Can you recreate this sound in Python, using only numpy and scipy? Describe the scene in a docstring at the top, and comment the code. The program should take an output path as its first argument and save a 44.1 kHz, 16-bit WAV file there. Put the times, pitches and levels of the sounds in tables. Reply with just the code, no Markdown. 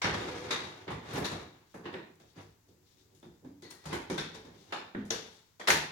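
"""Knocks and a dragging rasp come first: a door is dragged, bumped and shut in a bare tiled room.
Steps and small knocks fall between; the latch bangs last. Rubbing groans, dry ticks and rustles join in.
Each blow is a burst of contact noise plus a ring of the struck panel; hard walls carry it for about 0.5 s.
A low house hum lies beneath. Two hand-held microphones listen, the right one muffled in the treble."""
import sys
import numpy as np
from scipy import signal
from scipy.fft import rfft, irfft, next_fast_len
from scipy.io import wavfile
from scipy.ndimage import uniform_filter1d

SR = 44100
rng = np.random.default_rng(int(sys.argv[2]) if len(sys.argv) > 2 else 0)


def materialize(psi):
    """Save the field psi as 16-bit PCM at rate SR to the path in sys.argv[1].

    A 1-D psi becomes a single channel; in a 2-D psi each row is a channel.
    """
    bounded = np.clip(np.atleast_2d(psi).T, -1, 1)
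    quanta = np.round(bounded * 32767).astype(np.int16)
    wavfile.write(sys.argv[1], SR, quanta)


def makeup_ratio(level_db):
    """Linear amplitude ratio for a level in decibels (20 dB per factor of ten)."""
    decades = np.asarray(level_db, float) / 20
    return 10 ** decades


N = 261004  # samples

# Levels are nominal: ahead of panel colour (where applied) and microphone gain.
# Blows on the door: [t/s, wood level/dB, wood tilt/dB per octave, metal level/dB, metal tilt/dB per octave]
DOOR_KNOCKS = [(0.016, -32.5, 5.5, -36, -4), (0.041, -23, 0.5, -34, -5), (0.506, -29, 3.5, -33, -3),
               (0.878, -35.5, 0, -62, -1.5), (0.903, -35, -1.5, -52, 2), (1.133, -37, -7.5, -40.5, 12),
               (1.174, -31, -4, -39.5, 11), (1.243, -37.5, 5.5, -40.5, 2), (1.312, -35.5, -1, -45.5, 0),
               (1.741, -41, -3, -57, 5.5), (1.854, -37.5, -0.5, -56.5, -5.5), (1.938, -38.5, -0.5, -60, -2),
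               (2.198, -60, -1.5, -62, -1), (2.363, -48, -9, -62, -3), (2.408, -57, -8, -62, 3),
               (3.148, -72, -12, -62.5, 4.5), (3.227, -49, -4, -62.5, -1.5), (3.257, -52, -8, -88, -3),
               (3.446, -46, -8, -68, -1), (3.621, -51.5, -4.5, -53, -0.5), (3.703, -51.5, 1, -45, 9),
               (3.854, -42, 0, -45, 1.5), (3.927, -30, -0.5, -40.5, 4.5), (4.098, -30.5, -4.5, -40, -1.5),
               (4.177, -35, -1, -36, -3.5), (4.347, -45.5, -3.5, -52, -2), (4.449, -46.5, -5.5, -58.5, -3),
               (4.722, -32.5, 1.5, -45, -2.5), (4.947, -31.5, -9, -58, -8), (4.983, -56, 1.5, -60, -7.5),
               (5.051, -47, -9, -56.5, 4), (5.103, -33.5, 0, -35, 0), (5.596, -41, 2, -49.5, -0.5),
               (5.611, -54, -3, -65, 5), (5.672, -26.5, 5.5, -29, -0.5), (5.681, -22.5, 3, -24.5, 7.5),
               (5.701, -26.5, 8, -25, 7.5), (5.745, -42, -5, -42, -10)]
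# Loose latch, knob or hinge part: [t/s, f/Hz, width/Hz, echo level/dB, crack peak level/dB]
LOOSE_CLANGS = [(0.016, 2120, 300, -38, -24.5), (0.018, 5660, 900, -42, -29), (0.506, 3800, 600, -41, -29),
                (1.243, 3920, 600, -44.5, -29), (0.878, 2200, 1200, -57, -43),
                (1.938, 2540, 1500, -55, -32), (1.853, 2800, 500, -52, -40), (3.226, 3450, 600, -74, -49),
                (3.631, 4150, 600, -58.5, -47), (4.179, 1560, 100, -44.5, -27),
                (4.18, 3600, 910, -44, -24.5), (4.724, 2500, 890, -47, -24), (4.947, 1670, 800, -46.5, -31),
                (4.947, 3200, 800, -61.5, -50), (4.972, 360, 80, -48.5, -28),
                (5.104, 3700, 2000, -47.5, -20.5), (5.104, 6000, 1210, -40.5, -16),
                (5.104, 493, 200, -46, -17.5), (5.597, 650, 400, -56, -31), (5.609, 1880, 300, -56, -32),
                (5.674, 4000, 5000, -43, -15.5), (5.682, 1470, 500, -33, -9), (5.701, 2060, 605, -28.5, -4),
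                (5.701, 6460, 800, -35.5, -16.5)]
# Low ring and floor thump of the blows: [t/s, ring centre f/Hz, ring level/dB, thump level/dB]
BLOW_BOOMS = [(0.016, 514, -40, -46), (0.041, 160, -30, -34), (0.506, 545, -28.5, -55),
              (0.876, 146, -29.5, -57), (0.903, 124, -30, -38), (1.135, 105, -26, -33),
              (1.174, 116, -37, -35.5), (1.242, 163, -37, -41), (1.311, 160, -50, -44),
              (1.74, 503, -39, -59), (1.854, 320, -30, -67), (1.939, 364, -47, -65),
              (2.198, 357, -49.5, -67), (2.364, 149, -44, -65), (2.407, 117, -51, -52),
              (3.15, 158, -56, -66), (3.258, 335, -38.5, -51.5), (3.446, 263, -29.5, -51),
              (3.621, 380, -39, -76), (3.856, 151, -30.5, -46.5), (3.927, 367, -23, -44.5),
              (4.099, 287, -28.5, -48), (4.178, 165, -31, -45), (4.347, 452, -45.5, -49),
              (4.449, 420, -45, -61), (4.723, 372, -46, -77), (4.946, 212, -31, -69),
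              (4.983, 222, -23, -75), (5.104, 505, -31.5, -49.5), (5.596, 598, -35, -78),
              (5.681, 581, -21, -38.5), (5.701, 433, -32, -40), (5.744, 168, -29, -65)]
# Spectrum of the shaken floor and walls: [f/Hz, relative level/dB per Hz]
THUMP_SPECTRUM = [(20, -23), (75, -4.5), (190, -11.5), (400, -25), (1000, -59)]
# Spectrum of the door leaf: [f/Hz, relative level/dB per Hz]
WOOD_SPECTRUM = [(60, -22.5), (110, -12), (200, 0.5), (500, -1.5), (1100, -4), (2000, -8), (3500, -20),
                 (8000, -44), (15000, -67)]
# Spectrum of latch and hinges: [f/Hz, relative level/dB per Hz]
METAL_SPECTRUM = [(500, -34), (1500, 1), (3500, -3.5), (5800, -5), (10600, -5), (16000, -14)]
# Broad resonances of door, floor and walls: [f/Hz, width/Hz, lift/dB]
PANEL_MODES = [(105, 12, 6.5), (166.2, 13.7, 7.5), (367, 82, 4.5), (475, 130, 3), (870, 340, 5),
               (1117, 220, 0.5), (1560, 40, 0), (1760, 120, 0), (2320, 38, 0.5), (2520, 81, -2),
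               (3140, 150, 0.5), (3640, 890, 5.5), (4520, 660, 3), (5650, 400, 2), (6660, 290, 0.5)]
# Low modes of door and walls: [f/Hz, relative level/dB, t60/s]
HOLLOW_MODES = [(105, -8, 0.17), (153.2, 3.5, 0.39), (160, -10, 0.31), (206, -10, 0.36), (257, -2.5, 0.19),
                (300, 2, 0.35), (347.6, 17.5, 0.21), (383.3, 5.5, 0.17), (437, -7, 0.57), (462, -15, 0.25),
                (600, 0, 0.1)]
# Dragging door edge: [strongest t/s, swell/s, fade/s, rasp level/dB, brightness/dB]
EDGE_DRAGS = [(0.14, 0.09, 0.8, -33.5, -1), (0.36, 0.16, 0.32, -41, 2.5), (0.491, 0.13, 0.034, -40, -2),
              (0.6, 0.03, 0.33, -40, 1.5), (0.873, 0.0095, 0.025, -50, -17), (1.06, 0.023, .1, -52, -11.5),
              (1.171, 0.16, 0.058, -29.5, 0), (1.228, 0.044, 0.054, -33, -6.5),
              (1.256, 0.019, .03, -28.5, 4), (1.4, 0.09, 0.17, -46, 0.5), (1.551, 0.11, 0.3, -59, -0.5),
              (1.85, 0.022, .03, -47, -5), (1.935, 0.026, 0.026, -43.5, -2),
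              (3.923, 0.039, 0.053, -33, -2.5), (2.384, 0.047, 0.1, -46.5, -3),
              (3.649, 0.019, 0.086, -51.5, -8.5), (3.846, 0.028, 0.029, -51, 5),
              (4.35, 0.017, 0.027, -43.5, 8.5), (4.528, 0.18, 0.87, -60.5, -6.5),
              (4.715, 0.039, 0.0088, -49, 2), (5.26, 0.025, 0.24, -53.5, 6)]
# Soft shoes loading the floor: [strongest t/s, swell/s, fade/s, level/dB]
SHOE_TREADS = [(2.21, .02, 0.11, -49), (2.49, 0.055, 0.091, -68), (2.69, 0.06, 0.33, -54),
               (2.97, 0.12, 0.46, -63), (3.154, 0.11, 0.047, -53.5), (3.31, 0.027, .12, -64),
               (3.444, 0.042, 0.026, -47.5), (4.39, 0.054, 1, -59)]
# Cloth rustling close by: [strongest t/s, swell/s, fade/s, level/dB]
CLOTH_RUSTLES = [(1.72, 0.09, .1, -64.5), (2.3, 0.09, 0.18, -64.5), (2.69, .03, 0.11, -68),
                 (2.89, 0.11, 0.22, -65), (3.0, 0.092, 0.092, -64.5), (3.12, .04, .15, -75),
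                 (3.71, 0.0057, 0.027, -40.5), (3.82, .1, .05, -63), (4.62, 0.22, 0.36, -59.5),
                 (5.31, 0.069, 0.22, -56)]
# Bands of rumble, rasp and hiss: [lower f/Hz, upper f/Hz]
SCRAPE_BANDS = [(85, 500), (500, 2500), (2500, 12000)]
# Rubbing wood or hinge: [start t/s, length/s, start f/Hz, glide/Hz per s, level/dB ahead of rise and fade]
RUBBING_GROANS = [(0.12, 0.14, 493, -200, -33), (0.28, 0.42, 480.6, 66, -36.5),
                  (3.436, 0.2, 276.4, 37, -42.5), (3.627, 0.38, 1940, -200, -56.5),
                  (4.949, 0.19, 271.3, -120, -37), (4.953, 0.135, 209.5, -3, -40),
                  (5.11, 0.205, 492, -100, -46.5)]
# Dry bright ticks close by: [t/s, peak level/dB ahead of decay]
DRY_TICKS = [(2.156, -46), (3.1497, -61), (3.2006, -42), (3.6222, -41), (3.7075, -35)]
# Reverberation: [f/Hz, t60/s]
ROOM_DECAY = [(80, 0.63), (210, 0.61), (560, 0.49), (1470, 0.49), (3880, 0.52), (10200, 0.33)]
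# Left-right correlation: [f/Hz, likeness from -1 to 1]
LIKENESS = [(60, 1), (130, 0.97), (290, 0.95), (640, 0.11), (1410, 0.046), (3100, -0.041), (6820, 0.2),
            (15000, 1)]
# House hum spectrum: [f/Hz, relative level/dB per Hz]
HUM_SPECTRUM = [(24, -1), (40, -8.5), (101, 11), (246, -20), (351, -14), (598, -37), (891, -8),
                (1160, -12.5), (2260, -18.5), (6270, -21), (8000, -17.5), (10400, -56), (17600, -120)]
# Microphone self-noise spectrum: [f/Hz, relative level/dB per Hz]
SELF_NOISE_SPECTRUM = [(200, 12), (2000, -7.5), (8000, -7.5), (15500, -1)]
# Left microphone response: [f/Hz, gain/dB]
LEFT_RESPONSE = [(30, -29), (60, -9.5), (120, -9.5), (500, -9.5), (1500, -7.5), (3000, -4.5), (5000, 1),
                 (7000, 1), (7700, -5), (11000, -7), (15500, -14)]
# Right microphone's loss relative to the left: [f/Hz, loss/dB]
RIGHT_TREBLE_LOSS = [(200, 0.5), (330, -1.5), (600, -0.5), (1170, 0), (1790, -3), (2740, 1), (4190, 11.5),
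                     (5500, 16), (6500, 39), (7500, 46), (9000, 51), (12000, 39), (15500, 10)]

WOOD_CRACK_DB, METAL_CRACK_DB = 8.5, 11.5  # crack peak over nominal echo level
CONTACT_MS, DOOR_SIDE_DB = 2.65, -0.57  # contact time constant; right over left is +0.57 dB
RUMBLE_DB, HISS_DB, SPAN_DB = 0, -11, 24.5  # first two relative to rasp; swell and fade cross SPAN_DB
GROAN_RISE_S, GROAN_FADE_DB = 0.011, -14.5
HUM_DB, SELF_NOISE_DB = -63.5, -73.5


def evened(x):
    """Scales to unit rms."""
    return x / np.sqrt(np.mean(x ** 2) + 1e-20)


def smoothed(x, size):
    """Two running means."""
    return uniform_filter1d(uniform_filter1d(x, size=size), size=size)


def read(points, hz):
    """Reads a table on a log-frequency axis."""
    f, value = np.transpose(points)
    return np.interp(np.log(hz + 1), np.log(f + 1), value)


def causal(db):
    """Minimum-phase response for a dB curve on rfft bins: nothing sounds before the blow."""
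    log_gain = np.log(makeup_ratio(np.maximum(db, -120)))
    mirrored = np.r_[log_gain, log_gain[-2:0:-1]]
    return np.exp(np.conj(signal.hilbert(mirrored))[:len(db)])


def paired(x, likeness):
    """Mixes channel one into channel two so that they correlate by likeness(f)."""
    a, b = rfft(x)
    hz = np.fft.rfftfreq(x.shape[1], 1 / SR)
    c = np.clip(read(likeness, hz), -1, 1)
    return irfft(np.array([a, c * a + np.sqrt(1 - c ** 2) * b]), x.shape[1])


def panel_db(hz):
    """Broad resonances of door, floor and walls lift their bands."""
    return sum(db / (1 + (2 * (hz - f) / width) ** 2) for f, width, db in PANEL_MODES)


def room(size=32768):
    """Dense reflections of random sign; each band dies at its own speed."""
    taps = rng.standard_normal((2, size)) * (rng.random((2, size)) < 0.3)
    hz, t, bands = signal.stft(taps, SR, nperseg=256)
    decay = makeup_ratio(-60 * t / read(ROOM_DECAY, hz)[:, None])
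    tail = signal.istft(bands * decay, SR, nperseg=256)[1][:, :size]
    tail = paired(tail, LIKENESS)
    return tail / np.sqrt(np.mean(tail[:, :1300] ** 2))  # unit rms over the first 29 ms


def knocks(ripple_db=2.0, count=12):
    """A crack of contacts, coloured by what is struck; the walls answer in that colour."""
    size = 36000
    out = np.zeros((2, N + size))
    hz, t = np.fft.rfftfreq(size, 1 / SR), np.arange(32768) / SR
    u = 1000 * t / CONTACT_MS
    swell, burst = 1 - np.exp(-u), u * np.exp(-u)  # echo swells while the contact lasts
    echoes = [rfft(room() * swell, size) for _ in range(count)]
    cracks = [rfft(paired(rng.standard_normal((2, len(t))) * burst, LIKENESS), size) for _ in range(count)]
    end = np.clip(10 * (t[-1] - np.arange(size) / SR), 0, 1)
    for k, (s, power, peak) in enumerate([*strikes(hz), *thumps(hz), *clangs(hz)]):
        # random colour ripple, drawn anew for each layer of a blow
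        ripple = ripple_db * evened(smoothed(rng.standard_normal(len(hz)), 170))
        colour = causal(10 * np.log10(power) + panel_db(hz) + ripple)
        crack, echo = irfft(np.array([cracks[k % count], echoes[k % count]]) * colour, size)
        at = round(s * SR)
        out[:, at:at + size] += (crack * peak / abs(crack).max() + echo) * end
    return out[:, :N]


def layer(points, db, hz, tilt_db=0):
    """Power of one shaken part: its spectrum, tilted per octave, at a mean power of db."""
    power = makeup_ratio(read(points, hz) + tilt_db * np.log2(hz + 20)) ** 2
    return power / power.mean() * makeup_ratio(db) ** 2


def strikes(hz):
    """Each blow shakes wood and metal: yields (s, power spectrum, crack peak)."""
    for s, wood_db, wood_tilt_db, metal_db, metal_tilt_db in DOOR_KNOCKS:
        wood = layer(WOOD_SPECTRUM, wood_db, hz, wood_tilt_db)
        metal = layer(METAL_SPECTRUM, metal_db, hz, metal_tilt_db)
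        peak = np.hypot(makeup_ratio(wood_db + WOOD_CRACK_DB), makeup_ratio(metal_db + METAL_CRACK_DB))
        yield s, wood + metal, peak


def thumps(hz):
    """The blows shake floor and walls, with no crack: yields as strikes()."""
    for s, _, _, thump_db in BLOW_BOOMS:
        yield s, layer(THUMP_SPECTRUM, thump_db, hz), 0


def clangs(hz):
    """A loose metal part resonates in one band: yields as strikes()."""
    for s, part_hz, width_hz, echo_db, crack_db in LOOSE_CLANGS:
        power = 1 / (1 + (2 * (hz - part_hz) / width_hz) ** 2) ** 2
        yield s, power / power.mean() * makeup_ratio(echo_db) ** 2, makeup_ratio(crack_db)


def hollow(centre_hz, t, reach=0.076, rise_s=0.0084):
    """Decaying low modes nearest centre_hz; unit rms at the start but for the rise."""
    hz, db, t60_s = np.transpose(HOLLOW_MODES)[:, :, None]
    share = makeup_ratio(db) * np.exp(-0.5 * (np.log(hz / centre_hz) / reach) ** 2)
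    sign = rng.choice([-1, 1], hz.shape)
    ring = share * makeup_ratio(-60 * t / t60_s) * np.sin(2 * np.pi * hz * t) * sign
    return ring.sum(0) * (1 - np.exp(-t / rise_s)) / np.sqrt(np.sum(share ** 2) / 2)


def booms():
    """Hollow door and walls ring on low after the blows."""
    out, t = np.zeros(N + 32768), np.arange(32768) / SR
    end = np.minimum(1, 10 * (t[-1] - t))
    for s, centre_hz, ring_db, _ in BLOW_BOOMS:
        out[round(s * SR):][:len(t)] += makeup_ratio(ring_db) * hollow(centre_hz, t) * end
    return out[:N]


def stroke(s, swell_s, fade_s, db):
    """Pressure swells to its strongest moment and fades, evenly in dB; returns power."""
    late = np.arange(N) / SR - s
    span = np.maximum(late / max(fade_s, 0.004), -late / max(swell_s, 0.004))
    return makeup_ratio(db - SPAN_DB * span) ** 2


def slip_noise(lo_hz, hi_hz, slips_per_s=1500):
    """Sparse random slips over fine noise, band-limited and coloured by the panel; unit rms."""
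    size = next_fast_len(N)
    hz = np.fft.rfftfreq(size, 1 / SR)
    slips = (rng.random((2, size)) < slips_per_s / SR) * rng.choice([-1., 1.], (2, size))
    slips += 0.21 * rng.standard_normal((2, size))
    band = np.sqrt((1 + (lo_hz / (hz + 1)) ** 6) * (1 + (hz / hi_hz) ** 6) * (hz + 100))
    spectrum = rfft(paired(slips, LIKENESS)) * makeup_ratio(panel_db(hz)) / band
    return evened(irfft(spectrum, size)[:, :N])


def scrapes(judder_db=2.0, wet=0.65):
    """Tiny slips under the dragged edge, shoes and cloth shake the panel; the pressure judders."""
    judder = makeup_ratio(judder_db * evened(smoothed(rng.standard_normal(N), 500)))
    drags = [(stroke(*row), makeup_ratio(bright_db) ** 2) for *row, bright_db in EDGE_DRAGS]
    treads = sum(stroke(*row) for row in SHOE_TREADS)
    rustles = sum(stroke(*row) for row in CLOTH_RUSTLES)
    # brightness moves a drag from rumble to hiss
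    rumble = sum(p / bright for p, bright in drags) * makeup_ratio(RUMBLE_DB) ** 2 + treads
    rasp = sum(p for p, _ in drags)
    hiss = sum(p * bright for p, bright in drags) * makeup_ratio(HISS_DB) ** 2 + rustles
    dry = np.zeros((2, N))
    for (lo_hz, hi_hz), power in zip(SCRAPE_BANDS, (rumble, rasp, hiss)):
        dry += slip_noise(lo_hz, hi_hz) * np.sqrt(power) * judder
    tail = room()
    echo = signal.fftconvolve(dry[:1], tail / np.linalg.norm(tail[0]), axes=1)[:, :N]
    return dry + wet * echo


def groans(width_hz=8, width_hz_per_khz2=60, wander=0.0303):
    """Rubbing noise excites one wandering resonance, fuzzier the higher it lies."""
    out = np.zeros(N)
    for s, length_s, hz, glide_hz_per_s, db in RUBBING_GROANS:
        t = np.arange(0, length_s, 1 / SR)
        drift = evened(uniform_filter1d(rng.standard_normal(SR // 2), size=1500))[:len(t)]
        pitch_hz = hz * (1 + wander * drift) + glide_hz_per_s * t
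        turn = np.exp(2j * np.pi * np.cumsum(pitch_hz) / SR)
        r = np.exp(-np.pi * (width_hz + width_hz_per_khz2 * (hz / 1000) ** 2) / SR)
        drive = 1 + 12 * rng.standard_normal(SR // 2)[:len(t)] / turn  # noise shifted down by the pitch
        waver = signal.lfilter([1], [1, -2 * r, r * r], drive)
        shape = np.minimum(t / GROAN_RISE_S, 1) * makeup_ratio(db + GROAN_FADE_DB * t / length_s)
        shape = shape * signal.windows.tukey(len(t), 0.1)
        out[round(s * SR):][:len(t)] += evened((turn * waver).real) * shape
    return out


def ticks(hz=8500, decay_ms=0.43):
    """Single short snaps: quickly damped sines, no room echo."""
    out, t = np.zeros(N), np.arange(200) / SR
    snap = np.sin(2 * np.pi * hz * t) * np.exp(-1000 * t / decay_ms)
    for s, peak_db in DRY_TICKS:
        out[round(s * SR):][:len(t)] += makeup_ratio(peak_db) * snap
    return out


def steady(points, db, likeness):
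    """Even noise with a given spectrum at an rms of db."""
    size = next_fast_len(N)
    noise = paired(rng.standard_normal((2, size)), likeness)
    gain = makeup_ratio(read(points, np.fft.rfftfreq(size, 1 / SR)))
    return makeup_ratio(db) * evened(irfft(rfft(noise) * gain, size)[:, :N])


def house_hum():
    """Low hum of the house: steady shaped noise."""
    return steady(HUM_SPECTRUM, HUM_DB, LIKENESS)


def self_noise():
    """Microphone hiss, almost independent per channel."""
    return steady(SELF_NOISE_SPECTRUM, SELF_NOISE_DB, [(1, 0), (2, 0.0059)])


def scene():
    """Knocks, booms, scrapes, groans and ticks over the house hum."""
    side = makeup_ratio([[DOOR_SIDE_DB / 2], [-DOOR_SIDE_DB / 2]])
    door = (knocks() + booms()) * side
    return door + scrapes() + groans() + ticks() + house_hum()


def low_pass(x):
    """Removes everything above the highest recorded frequency."""
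    return signal.sosfilt(signal.butter(12, 16500, fs=SR, output="sos"), x)


def record(dry):
    """Each microphone filters the scene by its own response and adds its own hiss."""
    hz = np.fft.rfftfreq(4096, 1 / SR)
    left_db = read(LEFT_RESPONSE, hz)
    right_db = left_db - read(RIGHT_TREBLE_LOSS, hz)
    mics = np.array([irfft(causal(db)) for db in (left_db, right_db)])
    heard = signal.fftconvolve(dry, mics, axes=1)[:, :N]
    mix = heard + self_noise()
    return low_pass(mix)


dry = scene()
out = record(dry)
materialize(out)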